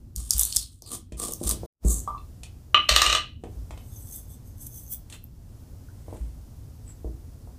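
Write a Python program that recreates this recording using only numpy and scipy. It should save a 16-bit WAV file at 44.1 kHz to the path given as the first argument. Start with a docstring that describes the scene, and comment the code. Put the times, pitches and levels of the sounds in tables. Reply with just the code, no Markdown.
"""Over the low rumble of a small kitchen, a metal lid is twisted off a glass jar close by: grit in the
thread rasps and cracks by stick-slip friction, and the table thuds below. The lid is lifted and put
on the wooden table, where it bounces ever faster, each impact exciting its modes, and rattles to rest.
Then a wooden spoon is picked up and slides through the fingers, the dry skin squeaking on it.
Last, it scrapes through a thick paste and knocks softly in the jar, damped by the filling."""
import sys
import numpy as np
from scipy import signal
from scipy.io import wavfile
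from scipy.ndimage import uniform_filter1d

SR = 44100
rng = np.random.default_rng(int(sys.argv[2]) if len(sys.argv) > 2 else 0)


def int16_out(signal):
    """Quantize to a 16-bit WAV file."""
    q = np.round(np.clip(np.atleast_2d(signal).T, -1, 1) * 32767)
    wavfile.write(sys.argv[1], SR, q.astype(np.int16))


N = 334489
TIME = np.arange(N) / SR
RING_TIME = np.arange(SR // 2) / SR

# spectrum of the room tone: f/Hz, level/dB
ROOM_SPECTRUM = [(20, -11.5), (48, 1.5), (100, 1.5), (190, -15.5), (240, -12.5), (400, -27.5), (1200, -43),
                 (2200, -50.5), (4000, -49.5), (5000, -46), (14200, -48.5)]
# set gain curve on the steady room tone, as of a noise suppressor: t/s, rumble gain/dB, hiss gain/dB
SUPPRESSOR_GAIN = [(.1, 3.5, 1.5), (.78, -5.5, -16.5), (1.7, 6.5, 19), (2.1, 0, 6), (2.85, -2.5, 2.5),
                   (3.38, -1, -9), (3.52, 1.5, 7), (5.15, -1.5, 3.5), (5.3, -2, 0), (5.6, -0.5, 6),
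                   (7.58, -0.5, 5.5)]
# reverberation time of the kitchen: f/Hz, T60/s
REVERB_TIMES = [(100, .68), (500, .28), (1200, .22), (3000, .31), (8000, .18)]
# thuds of the table top: t/s, level/dB
THUDS = [(0.167, -24.5), (0.346, -22.5), (0.56, -33.5), (1.124, -31.5), (1.454, -21), (1.848, -15),
         (2.907, -23), (3.068, -29), (3.568, -32), (6.207, -26.5), (7.05, -29)]
# lid and spoon brush the glass rim: t/s, level/dB
CLINKS = [(2.18, -46), (5.127, -36)]
# modes of the glass rim: f/Hz, level/dB
GLASS_MODES = [(2680, 0), (3570, -3), (4080, -1)]
# clicks as lid and spoon are handled: t/s, level/dB, centre f/Hz
CLICKS = [(1.122, -37.5, 2570), (2.4338, -32, 3100), (3.438, -36, 700), (3.708, -32.5, 1110),
          (3.776, -38.5, 1490), (5.1, -38.5, 4600), (5.1254, -34, 3825)]
# spectrum common to these clicks: f/Hz, level/dB
CLICK_SPECTRUM = [(700, 6.5), (1400, -11.5), (2600, -4), (5200, -7), (8200, 3.5), (16000, -16)]
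# fingers and spoon knock on the filled jar: t/s, level/dB, centre f/Hz
JAR_KNOCKS = [(0.823, -38.5, 467), (1.121, -30.5, 271.7), (1.289, -26.5, 366), (1.413, -20.5, 282),
              (1.522, -25, 314), (1.633, -21, 402), (1.848, -21, 188), (3.437, -27.5, 453),
              (6.082, -33, 487), (6.127, -28.5, 500), (7.045, -29.5, 363), (7.474, -38.5, 613)]
# the lifted lid bumps the jar's mouth: t/s, level/dB
LIFT_BUMPS = [(2.076, -24), (2.148, -31.5)]
# spectrum of the lid damped by the fingers: f/Hz, level/dB
HELD_LID_SPECTRUM = [(500, -30), (800, -18.5), (1000, -10.5), (1180, 2), (1350, -24.5), (1700, -48.5)]
# strokes of the spoon along the wall and through the paste: peak t/s, rise and fall/s, level/dB
SCRAPES = [(5.141, 0.05, -51), (6.15, 0.24, -61), (6.895, 0.065, -61.5)]
# spectrum of that scraping: f/Hz, level/dB
SCRAPE_SPECTRUM = [(2000, 4), (5500, -6), (8300, 4.5), (14000, -6)]
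# wet ticks of air pockets in the paste: t/s, level/dB, centre f/Hz, T60/s
PASTE_TICKS = [(5.241, -31.5, 13170, 0.0085), (5.885, -54, 1470, 0.12)]
# fingers slide along the spoon: peak t/s, rise and fall/s, rub level/dB, sizzle level/dB
SLIDES = [(3.98, 0.21, -56, -66), (4.148, 0.085, -42.5, -49.5), (4.321, 0.051, -55.5, -62),
          (4.48, .06, -64, -82), (4.625, 0.046, -46, -64), (4.669, 0.011, -40, -53),
          (4.775, 0.098, -47.5, -51), (4.927, 0.034, -35, -33)]
# spectrum of skin rubbing on wood: f/Hz, level/dB
SKIN_SPECTRUM = [(2500, -21), (4700, -17), (7300, -1.5), (12000, 7.5), (15000, -8)]
# resonances of skin squeaking on wood: f/Hz, width/Hz, relative level/dB
SKIN_RESONANCES = [(3550, 340, -15), (6400, 380, -1), (8500, 700, -2), (12000, 800, -2)]
# modes of the free lid: f/Hz, level/dB, T60/s
LID_MODES = [(1092.9, -23, .05), (1136, -11.5, 0.044), (1208.4, -4, 0.043), (2080, -25, 0.048),
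             (2532, -13.5, .05), (2729, -14.5, 0.021), (2835, -4, 0.031), (2967, 0, 0.022),
             (3560, -18.5, 0.026), (3976, -11, 0.035), (7160, -19.5, .025)]
# spectrum of the lid's rim striking the table: f/Hz, level/dB
CLATTER_SPECTRUM = [(100, -42), (450, -12), (650, -7), (900, -18), (1190, -5), (1450, -11), (2000, -5.5),
                    (2230, -11), (2880, -0.5), (3250, -10), (4000, -1), (4750, -14), (6750, -12.5),
                    (7800, -18.5), (8150, -12.5), (9200, -26), (15000, -29.5)]
# strength of each bounce in turn: relative level/dB
BOUNCE_LEVELS = [0, -1, -2, -8, -10, -6, -9]
# the loudest grains cracking in the thread: t/s, level/dB, lower band edge f/Hz
SNAPS = [(0.161, -15, 5000), (0.3065, 0.5, 4700), (0.3348, -10.5, 5300), (.3807, -8.5, 7500),
         (.3937, -2, 5900), (0.3963, -6, 7500), (0.4108, -4.5, 7900), (0.4326, -5, 6000),
         (0.451, -10.5, 6900), (0.5247, -13, 3510), (.562, -3, 5960), (0.5666, 0, 4196),
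         (0.821, -27.5, 4750), (1.3214, -17.5, 6800), (1.335, -15, 6200), (1.4557, -30, 7550),
         (1.4777, -18, 6900), (1.4922, -7.5, 6760)]
# pushes on the lid: start t/s, peak t/s, rise/s, fall/s, grit level/dB, jar body level/dB
PUSHES = [(0.153, 0.16, 0.02, 0.43, -41.5, -62.5), (0.295, 0.396, 0.14, 0.23, -29, -65),
          (0.548, 0.551, 0.057, 0.074, -32.5, -62), (0.855, 0.945, 0.08, 0.029, -28.5, -39),
          (1.167, 1.222, 0.057, 0.13, -29.5, -37.5), (1.388, 1.51, 0.082, 0.029, -22.5, -37),
          (1.844, 1.915, 0.11, 0.11, -29.5, -51)]
# spectrum of grit under the tight lid: f/Hz, level/dB
TIGHT_GRIT_SPECTRUM = [(1300, -15.5), (2300, -22), (3500, -8), (5300, -7), (7000, -1.5), (9000, 6),
                       (11000, -4.5), (12600, -9), (14400, -9.5)]
# spectrum of grit under the loose lid: f/Hz, level/dB
LOOSE_GRIT_SPECTRUM = [(2200, -59.5), (3800, -18.5), (5300, -23), (6500, -1), (8000, 4), (9500, -4),
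                       (14500, -13)]
# spectrum of the jar's grinding body: f/Hz, level/dB
JAR_SPECTRUM = [(100, 0.5), (240, 5), (480, 6), (600, -6.5), (720, 1.5), (900, -11.5), (1170, 6),
                (1550, -26.5), (3000, -16), (6000, -35)]
# rasps of the tight lid: peak t/s, rise and fall/s, centre f/Hz, glide/(octaves/s), level/dB
RASPS = [(0.449, 0.12, 4255, 2.5, -47), (0.59, 0.09, 4400, -.5, -43.5), (0.872, 0.042, 4550, -2.5, -46)]

BAND_LIMIT_HZ = 15300


def amp(db):
    """Amplitude ratio of a level in decibels."""
    return 10 ** (np.asarray(db) / 20)


def unit_rms(x):
    """Normalisation to an rms of one."""
    return x / np.sqrt(np.mean(x ** 2) + 1e-20)


def unit_peak(x):
    """Normalisation to a peak of one."""
    return x / (abs(x).max() + 1e-20)


def read(points, hz):
    """Interpolation of a table on a logarithmic frequency axis."""
    f, value = np.transpose(points)
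    return np.interp(np.log(hz + 1), np.log(f + 1), value)


def add(mix, s, sound):
    """Superposition: a sound joins the mix at time s."""
    part = mix[max(round(s * SR), 0):][:len(sound)]
    part += sound[:len(part)]


def cut(x, hz, kind, order=2):
    """Maximally flat low-pass or high-pass filtering."""
    return signal.sosfilt(signal.butter(order, min(hz, SR / 2 - 1), kind, fs=SR, output="sos"), x)


def colour(x, spectrum, size=4096):
    """Minimum-phase filtering: a causal response with the given spectrum."""
    log_gain = np.log(amp(read(spectrum, abs(np.fft.fftfreq(size, 1 / SR)))))
    response = np.fft.ifft(np.exp(np.conj(signal.hilbert(log_gain)))).real
    return signal.oaconvolve(x, response[:size // 2])[:len(x)]


def hump(centre_hz, octaves):
    """Resonance curve: a single peak, symmetric in log frequency."""
    hz = np.geomspace(20, SR / 2, 200)
    return np.c_[hz, -46 * np.log10(1 + (np.log2(hz / centre_hz) / octaves) ** 2)]


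def resonate(x, hz, width_hz):
    """Forced vibration of a steep resonance whose centre follows the curve hz."""
    carrier = np.exp(2j * np.pi * np.cumsum(hz) / SR)
    pole = np.exp(-np.pi * width_hz / SR)
    baseband = signal.lfilter([(1 - pole) ** 2], [1, -2 * pole, pole * pole], x / carrier + 1e-18)
    return unit_rms((carrier * baseband).real)


def decay(t60):
    """Damping: an exponential fall of 60 dB in t60 seconds."""
    return np.exp(-np.log(1000) * RING_TIME / t60)


def burst(t60):
    """Decaying noise: a contact breaks up into a scatter of tiny impacts."""
    return rng.standard_normal(len(RING_TIME)) * decay(t60)


def knock(spectrum, centre_hz, t60, scatter_db):
    """Damped impact: a force pulse and a dying scatter; the longer the pulse, the duller the sound."""
    phase = 2 * np.pi * centre_hz * RING_TIME
    blow = unit_peak(colour(phase * np.exp(-2 * phase), spectrum))
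    return unit_peak(blow + amp(scatter_db) * unit_peak(colour(burst(t60), spectrum)))


def slips(per_s, spread_db):
    """Stick-slip friction: random impulses of uneven size."""
    size = amp(spread_db * np.minimum(rng.exponential(1, N), 4))
    return size * rng.choice([-1, 1], N) * (rng.random(N) < per_s / SR)


def dry_friction(grains_db):
    """Friction noise: countless slips merge into a hiss, with sparse coarser grains in it."""
    grains = signal.oaconvolve(slips(per_s=260, spread_db=2.5), burst(t60=.003))[:N]
    return unit_rms(rng.standard_normal(N) + amp(grains_db) * unit_rms(grains * rng.standard_normal(N)))


def pressure(depth_db, samples):
    """Amplitude modulation: the force of a hand wavers within milliseconds."""
    return amp(depth_db * unit_rms(uniform_filter1d(rng.standard_normal(N), samples)))


def swell(s, rise, fall, db):
    """Envelope of a push: 20 dB below its peak one rise time before s and one fall time after."""
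    before, after = np.maximum(s - TIME, 0) / rise, np.maximum(TIME - s, 0) / fall
    return amp(db - 20 * (before ** 1.1 + after ** 1.43))


def rasp(friction, s, length, hz, octaves_per_s, db, width_hz):
    """Source and filter: friction swells and fades through a gliding resonance."""
    centre_hz = hz * 2 ** (octaves_per_s * np.clip(TIME - s, -length, length))
    return resonate(friction, centre_hz, width_hz) * swell(s, length, length, db)


def room_tone():
    """Steady rumble and hiss, turned down and back up along a set curve, as by a noise suppressor."""
    tone = amp(-45) * unit_rms(colour(rng.standard_normal(N), ROOM_SPECTRUM, size=16384))
    times, rumble_db, hiss_db = np.transpose(SUPPRESSOR_GAIN)
    rumble = cut(tone, 450, "low", order=3) * amp(np.interp(TIME, times, rumble_db))
    hiss = cut(tone, 450, "high", order=3) * amp(np.interp(TIME, times, hiss_db))
    return rumble + hiss


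def kitchen(x):
    """Reverberation: dense reflections follow a short gap, and each band decays at its own rate."""
    reflections_per_s, gap_s = 5000, .006
    signs = rng.choice([-1., 1.], len(RING_TIME))
    arrivals = (rng.random(len(RING_TIME)) < reflections_per_s / SR) * (RING_TIME > gap_s)
    hz, t, bands = signal.stft(signs * arrivals, SR, nperseg=256)
    absorption = np.exp(-np.log(1000) * t / read(REVERB_TIMES, hz)[:, None])
    tail = signal.istft(bands * absorption, SR, nperseg=256)[1]
    return signal.oaconvolve(x, tail / np.linalg.norm(tail))[:N]


def table_thuds():
    """Plate vibration: pushed by jar or lid, the table top swings in its three lowest modes."""
    lowest_hz = 56
    phase = 2 * np.pi * lowest_hz * RING_TIME
    upper_modes = decay(t60=.19) * (amp(-19) * np.sin(2.9 * phase) + amp(-14) * np.sin(3.4 * phase))
    onset = 1 - np.exp(-RING_TIME / .0067)
    thud = unit_peak((np.sin(phase) + upper_modes) * decay(t60=.38) * onset)
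    out = np.zeros(N)
    for s, db in THUDS:
        add(out, s, amp(db) * thud)
    return out


def glass_clinks():
    """Free vibration: the glass rim rings briefly, damped by the hand around the jar."""
    modes = sum(amp(db) * np.sin(2 * np.pi * hz * RING_TIME) for hz, db in GLASS_MODES)
    ring = unit_peak(modes * decay(t60=.04))
    out = np.zeros(N)
    for s, db in CLINKS:
        add(out, s, amp(db) * ring)
    return out


def handling_clicks():
    """Brief contacts have broad spectra: small hard things give light, scratchy clicks."""
    out = np.zeros(N)
    for s, db, centre_hz in CLICKS:
        contact = knock(hump(centre_hz, octaves=2.6), centre_hz, t60=.04, scatter_db=.5)
        add(out, s, amp(db) * unit_peak(colour(contact, CLICK_SPECTRUM)))
    return out


def jar_knocks():
    """Heavy damping: paste dulls the knocks on the jar, and fingers the bumps of the lifted lid."""
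    out = np.zeros(N)
    for s, db, centre_hz in JAR_KNOCKS:
        bump = knock(hump(centre_hz, octaves=2.1), centre_hz, t60=.12, scatter_db=-8)
        add(out, s, amp(db) * cut(bump, 845, "low", order=4))
    for s, db in LIFT_BUMPS:
        add(out, s, amp(db) * knock(HELD_LID_SPECTRUM, centre_hz=1030, t60=.092, scatter_db=-7))
    return out


def spoon_in_paste():
    """Stick-slip friction: the spoon scrapes in the paste and squeaks on the rim; air pockets tick."""
    sticking = dry_friction(grains_db=-2.5)
    scrape = unit_rms(colour(sticking, SCRAPE_SPECTRUM))
    out = sum(scrape * swell(s, length, length, db) for s, length, db in SCRAPES)
    out += rasp(sticking, s=6.898, length=.055, hz=7850, octaves_per_s=-.7, db=-55, width_hz=450)
    for s, db, centre_hz, t60 in PASTE_TICKS:
        add(out, s, amp(db) * knock(hump(centre_hz, octaves=.23), centre_hz, t60, scatter_db=1))
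    return out


def fingers_on_spoon():
    """Friction-driven resonance: dry skin crackles, sizzles and squeaks along the wooden handle."""
    catches = dry_friction(grains_db=-2.5)
    rub = unit_rms(colour(catches, SKIN_SPECTRUM))
    sizzle = unit_rms(cut(cut(catches, 13600, "high", order=6), BAND_LIMIT_HZ, "low", order=8))
    wander = 1 + .012 * unit_rms(cut(rng.standard_normal(N), 5.4, "low"))
    # each resonance catches and lets go by itself
    squeak = sum(amp(db) * resonate(catches * pressure(depth_db=4.5, samples=1300), hz * wander, width)
                 for hz, width, db in SKIN_RESONANCES)
    out = np.zeros(N)
    for s, length, rub_db, sizzle_db in SLIDES:
        # in decibels, the squeak grows half as fast as the rub
        slide = rub * amp(rub_db) + sizzle * amp(sizzle_db) + squeak * amp(-31 + rub_db / 2)
        out += slide * swell(s, length, length, db=0)
    return out


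def lid_impact(ring, ring_db, contact_db, cutoff_hz):
    """Impact of lid on table: ring, rim clatter and a sharp tick; softer contact passes less treble."""
    clatter = unit_peak(colour(burst(t60=.0476), CLATTER_SPECTRUM))
    tick = unit_peak(cut(colour(burst(t60=.016), CLATTER_SPECTRUM), 4800, "high"))
    blow = amp(ring_db) * ring + amp(contact_db) * (amp(-4) * clatter + amp(-2.5) * tick)
    return cut(blow, cutoff_hz, "low", order=3)


def settling_lid():
    """Inelastic rebound: the lid drops and bounces at geometrically shrinking gaps, its rim rolling."""
    touch_s, drop_s, first_gap_s, restitution = 2.7446, 2.8915, .0707, .796
    soft_hz, hard_hz, cutoff_hz_per_db = 3650, 15900, 587.5
    modes = np.array([amp(db) * decay(t60) * np.sin(2 * np.pi * hz * RING_TIME)
                      for hz, db, t60 in LID_MODES])
    # neighbouring modes swing in opposite directions at the point of contact
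    signs = (-1) ** np.arange(len(modes))
    ring = signs @ modes
    out = np.zeros(N)
    # one edge is set down first, softly
    add(out, touch_s, lid_impact(ring, ring_db=-3, contact_db=-10, cutoff_hz=soft_hz))
    times = drop_s + first_gap_s * (1 - restitution ** np.arange(len(BOUNCE_LEVELS))) / (1 - restitution)
    for s, db in zip(times, BOUNCE_LEVELS):
        # each bounce lands elsewhere on the rim and shares its force differently among the modes
        shares = signs * amp(2 * rng.standard_normal(len(modes)))
        cutoff_hz = max(hard_hz + cutoff_hz_per_db * db, soft_hz)
        add(out, s, lid_impact(shares @ modes, ring_db=-16, contact_db=db - 4, cutoff_hz=cutoff_hz))
        # the rolling rim touches down a moment before each bounce
        add(out, s - .003, amp(db - 17) * unit_peak(colour(burst(t60=.0336), CLATTER_SPECTRUM)))
    rolling = slips(per_s=1800, spread_db=-2)
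    rim_clatter = unit_rms(colour(rolling, CLATTER_SPECTRUM))
    rim_ring = amp(-20) * unit_rms(signal.oaconvolve(rolling, ring)[:N])
    is_rolling = (TIME > drop_s) * (TIME < times[-1] + .02)
    roll_db = -30 - 18 * np.maximum(TIME - drop_s, 0)
    return out + (rim_clatter + rim_ring) * is_rolling * amp(roll_db)


def grit_snaps():
    """Brittle fracture: single grains crack in the thread, each a band-limited snap and weak scatter."""
    onset = np.minimum(RING_TIME / .0011, 1) ** 2
    out = np.zeros(N)
    for s, db, low_hz in SNAPS:
        crack = (burst(t60=.0065) + amp(-29) * burst(t60=.046)) * onset
        band = cut(cut(crack, low_hz, "high", order=7), 1.85 * low_hz, "low")
        add(out, s, amp(db) * unit_peak(band))
    return out


def twisting_lid():
    """Stick-slip friction in the gritty thread drives lid and jar; once loose, the lid sounds thinner."""
    loose_from_s, take_hold_s = 1.75, .0076
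    grip = pressure(depth_db=3.5, samples=260)
    scrape = dry_friction(grains_db=-2) * grip
    body = unit_rms(colour(slips(per_s=1400, spread_db=-4.5) * grip, JAR_SPECTRUM))
    out = np.zeros(N)
    for start, s, rise, fall, grit_db, body_db in PUSHES:
        grit = unit_rms(colour(scrape, TIGHT_GRIT_SPECTRUM if s < loose_from_s else LOOSE_GRIT_SPECTRUM))
        onset = np.clip((TIME - start) / take_hold_s, 0, 1)
        out += (grit * swell(s, rise, fall, grit_db) + body * swell(s, rise, fall, body_db)) * onset
    return out + sum(rasp(scrape, *row, width_hz=900) for row in RASPS)


def scene():
    """Superposition of direct sound, reverberation, table thuds and room tone."""
    # sound, reverberant level/dB relative to it
    sources = [(twisting_lid(), -7), (grit_snaps(), -8), (settling_lid(), -3), (jar_knocks(), -3),
               (handling_clicks() + glass_clinks(), -3), (spoon_in_paste(), -15), (fingers_on_spoon(), -9)]
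    direct = sum(sound for sound, room_db in sources)
    reverberant = kitchen(sum(amp(room_db) * sound for sound, room_db in sources))
    return (direct + reverberant + table_thuds() + room_tone())[None]


def record(dry):
    """Gain, clipping, band limit: the sound drops out before the lid's last turn and returns louder."""
    gain_db = np.interp(TIME, [1.66, 1.668, 1.79, 1.84], [-1.5, -86.5, -45, 2.5])
    clipped = np.clip(dry * amp(gain_db), -.88, .88)
    low_pass = signal.firwin(255, BAND_LIMIT_HZ, window=("kaiser", 9), fs=SR)
    return signal.oaconvolve(clipped, low_pass[None], "same")


dry = scene()
out = record(dry)
int16_out(out)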